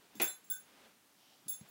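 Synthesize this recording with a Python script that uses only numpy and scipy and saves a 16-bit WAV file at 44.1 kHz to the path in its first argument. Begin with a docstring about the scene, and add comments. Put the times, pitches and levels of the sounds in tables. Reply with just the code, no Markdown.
"""A strap's metal buckle jangles as the strap snaps taut with a slap, then clinks twice more as a child
lifts it and flings it down. Each contact clicks, chatters and rings the buckle's modes until the strap
mutes them. The slap is a noise crack with a hollow ring, answered by a small, quiet bedroom.
Soft bumps on the carpet and rustling clothes lie over a faint hiss."""
import sys
import numpy as np
from scipy import signal
from scipy.fft import rfft, irfft, next_fast_len
from scipy.io import wavfile
from scipy.ndimage import map_coordinates

SR = 44100
rng = np.random.default_rng(int(sys.argv[2]) if len(sys.argv) > 2 else 0)


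def put_to_file(sound):
    """Save the sound as 16-bit audio at rate SR, in the file named by the first command-line argument."""
    columns = np.atleast_2d(sound).T  # one column per channel
    safe = np.clip(columns, -1, 1)
    whole_steps = np.round(safe * 32767)
    wavfile.write(sys.argv[1], SR, whole_steps.astype(np.int16))


N = 74970
EVENT_N = SR // 2
EVENT_S = np.arange(EVENT_N) / SR  # time axis of one event

# Rubbing fabric spectrum. Each row: frequency in Hz, level in dB.
CLOTH_SPECTRUM = [(35, -71), (60, -7), (138, -111), (162, -8), (276, -7), (332, -10.5), (381, -8),
                  (695, -9.5), (2840, -13), (3580, -14.5), (15000, -36.5)]


def amp(db):
    """Decibels to gain."""
    return 10 ** (np.asarray(db) / 20)


def unit(x):
    """Scale to rms 1."""
    return x / np.sqrt(np.mean(x ** 2) + 1e-20)


def along(points, hz):
    """Interpolate (Hz, value) points on a log frequency axis."""
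    points_hz, values = np.transpose(points)
    return np.interp(np.log(hz + 1), np.log(points_hz + 1), values)


def fade(t60_s, t=EVENT_S):
    """Exponential decay, 60 dB in t60_s."""
    return np.exp(-np.log(1000) * t / t60_s)


def noise(spectrum, size=EVENT_N):
    """Coloured noise of rms 1."""
    gain = amp(along(spectrum, np.fft.rfftfreq(size, 1 / SR)))
    return unit(irfft(rfft(rng.standard_normal(size)) * gain, size))


def coloured(x, spectrum):
    """Minimum-phase filter with the given (Hz, dB) gain."""
    size = len(x)
    gain = amp(along(spectrum, np.fft.rfftfreq(size, 1 / SR)))
    cepstrum = irfft(np.log(gain), size)
    causal_fold = np.where(np.arange(size) < size // 2, 2, 0) - (np.arange(size) == 0)
    return irfft(rfft(x) * np.exp(rfft(cepstrum * causal_fold)), size)


def low_cut(x, hz):
    """High-pass: microphone low-cut that thins the bass of the slap and bumps."""
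    return signal.sosfilt(signal.butter(3, hz, "highpass", fs=SR, output="sos"), x)


def add(track, start_s, sound):
    """Mix a sound in at start_s."""
    part = track[max(round(start_s * SR), 0):][:len(sound)]
    part += sound[:len(part)]


def mode(hz, t60_s, attack_s):
    """One damped vibration."""
    return np.sin(2 * np.pi * hz * EVENT_S) * fade(t60_s) * (1 - np.exp(-EVENT_S / attack_s))


def room_tail(build_s=0.0029):
    """Bedroom reverberation of unit energy, new for each source position."""
    # Room decay. Each row: frequency in Hz, T60 in seconds.
    decay = [(150, 0.12), (500, .23), (1500, 0.31), (4000, 0.19), (9000, 0.25), (15000, .17)]
    hz, t, bands = signal.stft(rng.standard_normal(EVENT_N), SR, nperseg=256)
    bands = bands * fade(along(decay, hz)[:, None], t)
    tail = signal.istft(bands, SR)[1][:EVENT_N] * (1 - np.exp(-EVENT_S / build_s))
    return tail / np.linalg.norm(tail)


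def in_room(parts, wet_db):
    """Sum of parts through direct path and room tail, each keeping its energy."""
    response = (EVENT_S == 0) + amp(wet_db) * room_tail()
    heard = signal.fftconvolve(parts, response[None], axes=1)[:, :EVENT_N]
    return (np.linalg.norm(parts, axis=1) / np.linalg.norm(heard, axis=1)) @ heard


def hiss(level_db=-68):
    """Faint, steady noise floor."""
    # Hiss spectrum. Each row: frequency in Hz, relative level in dB.
    spectrum = [(15, -56), (25, -19), (53, -58), (91, -14.5), (261, -6.5), (461, -12.5), (587, -10.5),
                (637, -16.5), (769, -13), (1280, -13.5), (3050, -16.5), (15800, -20.5)]
    return amp(level_db) * noise(spectrum, N)


def clothes(grain_hz=53, grain_db=1, swish_s=1.3, swish_width_s=0.14, swish_db=-68.5):
    """Grainy rubbing as the child rises; the sleeves swish during the fling."""
    # Rubbing envelope. Each row: time in seconds, level in dB.
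    rub_envelope = [(0, -70), (.04, -66), (.09, -71), (.15, -66), (.4, -74), (.47, -71.5), (.62, -71.5),
                    (.72, -65.5), (.84, -62.5), (.92, -71), (1.05, -89), (1.45, -74), (1.6, -73),
                    (1.66, -65.5), (1.7, -68)]
    # Sleeve spectrum. Each row: frequency in Hz, relative level in dB.
    sleeve_spectrum = [(300, -38), (750, 3), (1800, -27), (2600, -6), (3050, 1), (4300, -5.5), (5700, -3.5),
                       (7200, -20), (15000, -21)]
    t = np.arange(N) / SR
    grain = map_coordinates(rng.standard_normal(N), [t * grain_hz])
    rub = unit(noise(CLOTH_SPECTRUM, N) * amp(grain_db * grain))
    rub *= amp(np.interp(t, *np.transpose(rub_envelope)))
    swell = np.exp(-((t - swish_s) / swish_width_s) ** 2)
    return rub + amp(swish_db) * noise(sleeve_spectrum, N) * swell


def carpet_bumps(scuff_db=-21):
    """Dull knocks of a few cycles, each with a little scuff."""
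    # Bumps. Each row: start in seconds, level in dB, pitch in Hz, T60 in seconds.
    knocks = [(0.153, -42, 295, 0.039), (0.165, -42.5, 207, 0.047), (1.458, -50, 167, 0.041),
              (1.466, -50.5, 264, 0.047), (1.611, -38, 160, 0.039)]
    out = np.zeros(N)
    for start_s, db, hz, t60_s in knocks:
        knock = mode(hz, t60_s, attack_s=0.0021)
        scuff = amp(scuff_db) * noise(CLOTH_SPECTRUM) * fade(t60_s)
        add(out, start_s, amp(db) * in_room([knock, scuff], wet_db=-2.5))
    return low_cut(out, hz=94)


def strap_slap(wet_db=4):
    """The strap snaps taut: sharp cracks fill the room, and the first also rings hollow."""
    # Cracks. Each row: start in seconds, gain in dB, T60 in seconds.
    slaps = [(0.1995, -2.5, 0.024), (0.2123, -7, 0.09)]
    # Leather's colour. Each row: frequency in Hz, gain in dB.
    leather = [(60, -5.5), (200, 2), (350, 2), (500, 0.5), (750, -2), (1300, -6.5), (2450, 1), (3600, -7),
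               (4300, -7.5), (5300, -14.5), (6300, -10), (9000, -21.5), (15000, -34)]
    # Hollow ring. Each row: frequency in Hz, level in dB, T60 in seconds.
    hollow_modes = [(271, -40, .08), (357.5, -33, .13), (771, -40, 0.17), (2496, -29.5, 0.055)]
    out = np.zeros(N)
    for start_s, db, t60_s in slaps:
        crack = rng.standard_normal(EVENT_N) * fade(t60_s)
        slap = crack / np.linalg.norm(crack) + amp(wet_db) * room_tail()
        add(out, start_s, amp(db) * coloured(slap, leather))
    hollow = [amp(db) * mode(hz, t60_s, attack_s=0.0012) for hz, db, t60_s in hollow_modes]
    add(out, slaps[0][0], in_room(hollow, wet_db=-9))
    return low_cut(out, hz=176)


def buckle(attack_s=0.00044, muted_t60_s=0.02, wet_db=0.5):
    """Contacts click, chatter and ring the metal until it falls on the strap; the prong pings once."""
    # Buckle modes. Each row: frequency in Hz, relative level in dB, T60 in seconds.
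    modes = [(1519, 0, .22), (3521, -2, .22), (5001, -16, .14), (6527, -8, .18), (6624, -2, .32),
             (7419, 3, .25), (9744, -19, .18), (10638, -9, .13), (10846, 0, .22), (11268, 0, .25),
             (13260, -25, .15), (15214, -13, .14), (15472, -3, .15), (15614, 0, .16)]
    # Contacts. Each row: start in seconds, six mode gains in dB, click level in dB, free ring in seconds.
    contacts = [(0.1538, -80, -63, -64, -62, -61.5, -57, -53, 0.08),
                (0.1995, -61, -50, -88, -55, -42, -73, -64, 0.12),
                (0.2168, -41.5, -42, -41.5, -32, -29, -24.5, -37.5, 0.018),
                (0.243, -79, -44, -40.5, -44, -70, -31.5, -47, 0.029),
                (0.2740, -71, -44, -53.5, -43, -45.5, -57, -74, 0.077),
                (0.4426, -105, -87, -64.5, -63.5, -80, -60, -96, 0.041),
                (0.5005, -54.5, -46, -54, -37.5, -48.5, -33, -58, 0.043),
                (0.5110, -52, -62, -43, -61, -65, -29.5, -46, 0.017),
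                (0.5370, -51, -75, -48, -84, -57, -44, -58, 0.0092),
                (0.575, -94, -82, -64, -79, -67, -67, -76, 0.072),
                (1.4820, -64.5, -49.5, -48.5, -35, -47.5, -44, -47.5, 0.077),
                (1.4945, -97, -97, -52, -59, -63, -29.5, -69, 0.0074),
                (1.5320, -96, -56.5, -46, -82, -65, -50, -54, 0.011),
                (1.6770, -99, -69, -72, -64.5, -74, -72, -82, .05),
                (1.6880, -90, -72, -72, -67, -78, -53, -84, 0.054)]
    # Frequencies in Hz of those six gains.
    colour_hz = [1500, 3500, 7000, 10850, 11270, 15500]
    # Click spectrum. Each row: frequency in Hz, relative level in dB.
    click_spectrum = [(300, -8.5), (1500, -25), (4500, -2.5), (6000, 0.5), (8500, -16), (12000, -2),
                      (14800, -5.5), (16000, -30)]
    rebounds_per_s, chatter_db = 460, -8
    prong_s, prong_db = 0.28, -50.5
    out = np.zeros(N)
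    for start_s, *colour_db, click_db, free_s in contacts:
        colour = list(zip(colour_hz, colour_db))  # each contact favours different modes
        mute = fade(muted_t60_s, np.maximum(EVENT_S - free_s, 0))
        rings = [amp(db + along(colour, hz)) * mode(hz, t60_s, attack_s) * mute
                 for hz, db, t60_s in modes]
        rebounds = rng.standard_normal(EVENT_N) * (rng.random(EVENT_N) < rebounds_per_s / SR)
        chatter = amp(chatter_db) * unit(coloured(rebounds, click_spectrum)) * fade(t60_s=0.12)
        click = noise(click_spectrum) * fade(t60_s=0.019)
        add(out, start_s, in_room(rings + [amp(click_db) * (click + chatter)], wet_db))
    prong = amp(prong_db) * mode(hz=4037, t60_s=0.2, attack_s=attack_s)
    add(out, prong_s, in_room([prong], wet_db))
    return out


def scene():
    """All sources over the hiss, mono."""
    return (buckle() + strap_slap() + carpet_bumps() + clothes() + hiss())[None]


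def record(dry):
    """Steep low-pass band limit."""
    top_hz = 16000
    size = next_fast_len(N + SR // 2)
    hz = np.fft.rfftfreq(size, 1 / SR)
    return irfft(rfft(dry, size) / (1 + (hz / top_hz) ** 120), size)[:, :N]


dry = scene()
out = record(dry)
put_to_file(out)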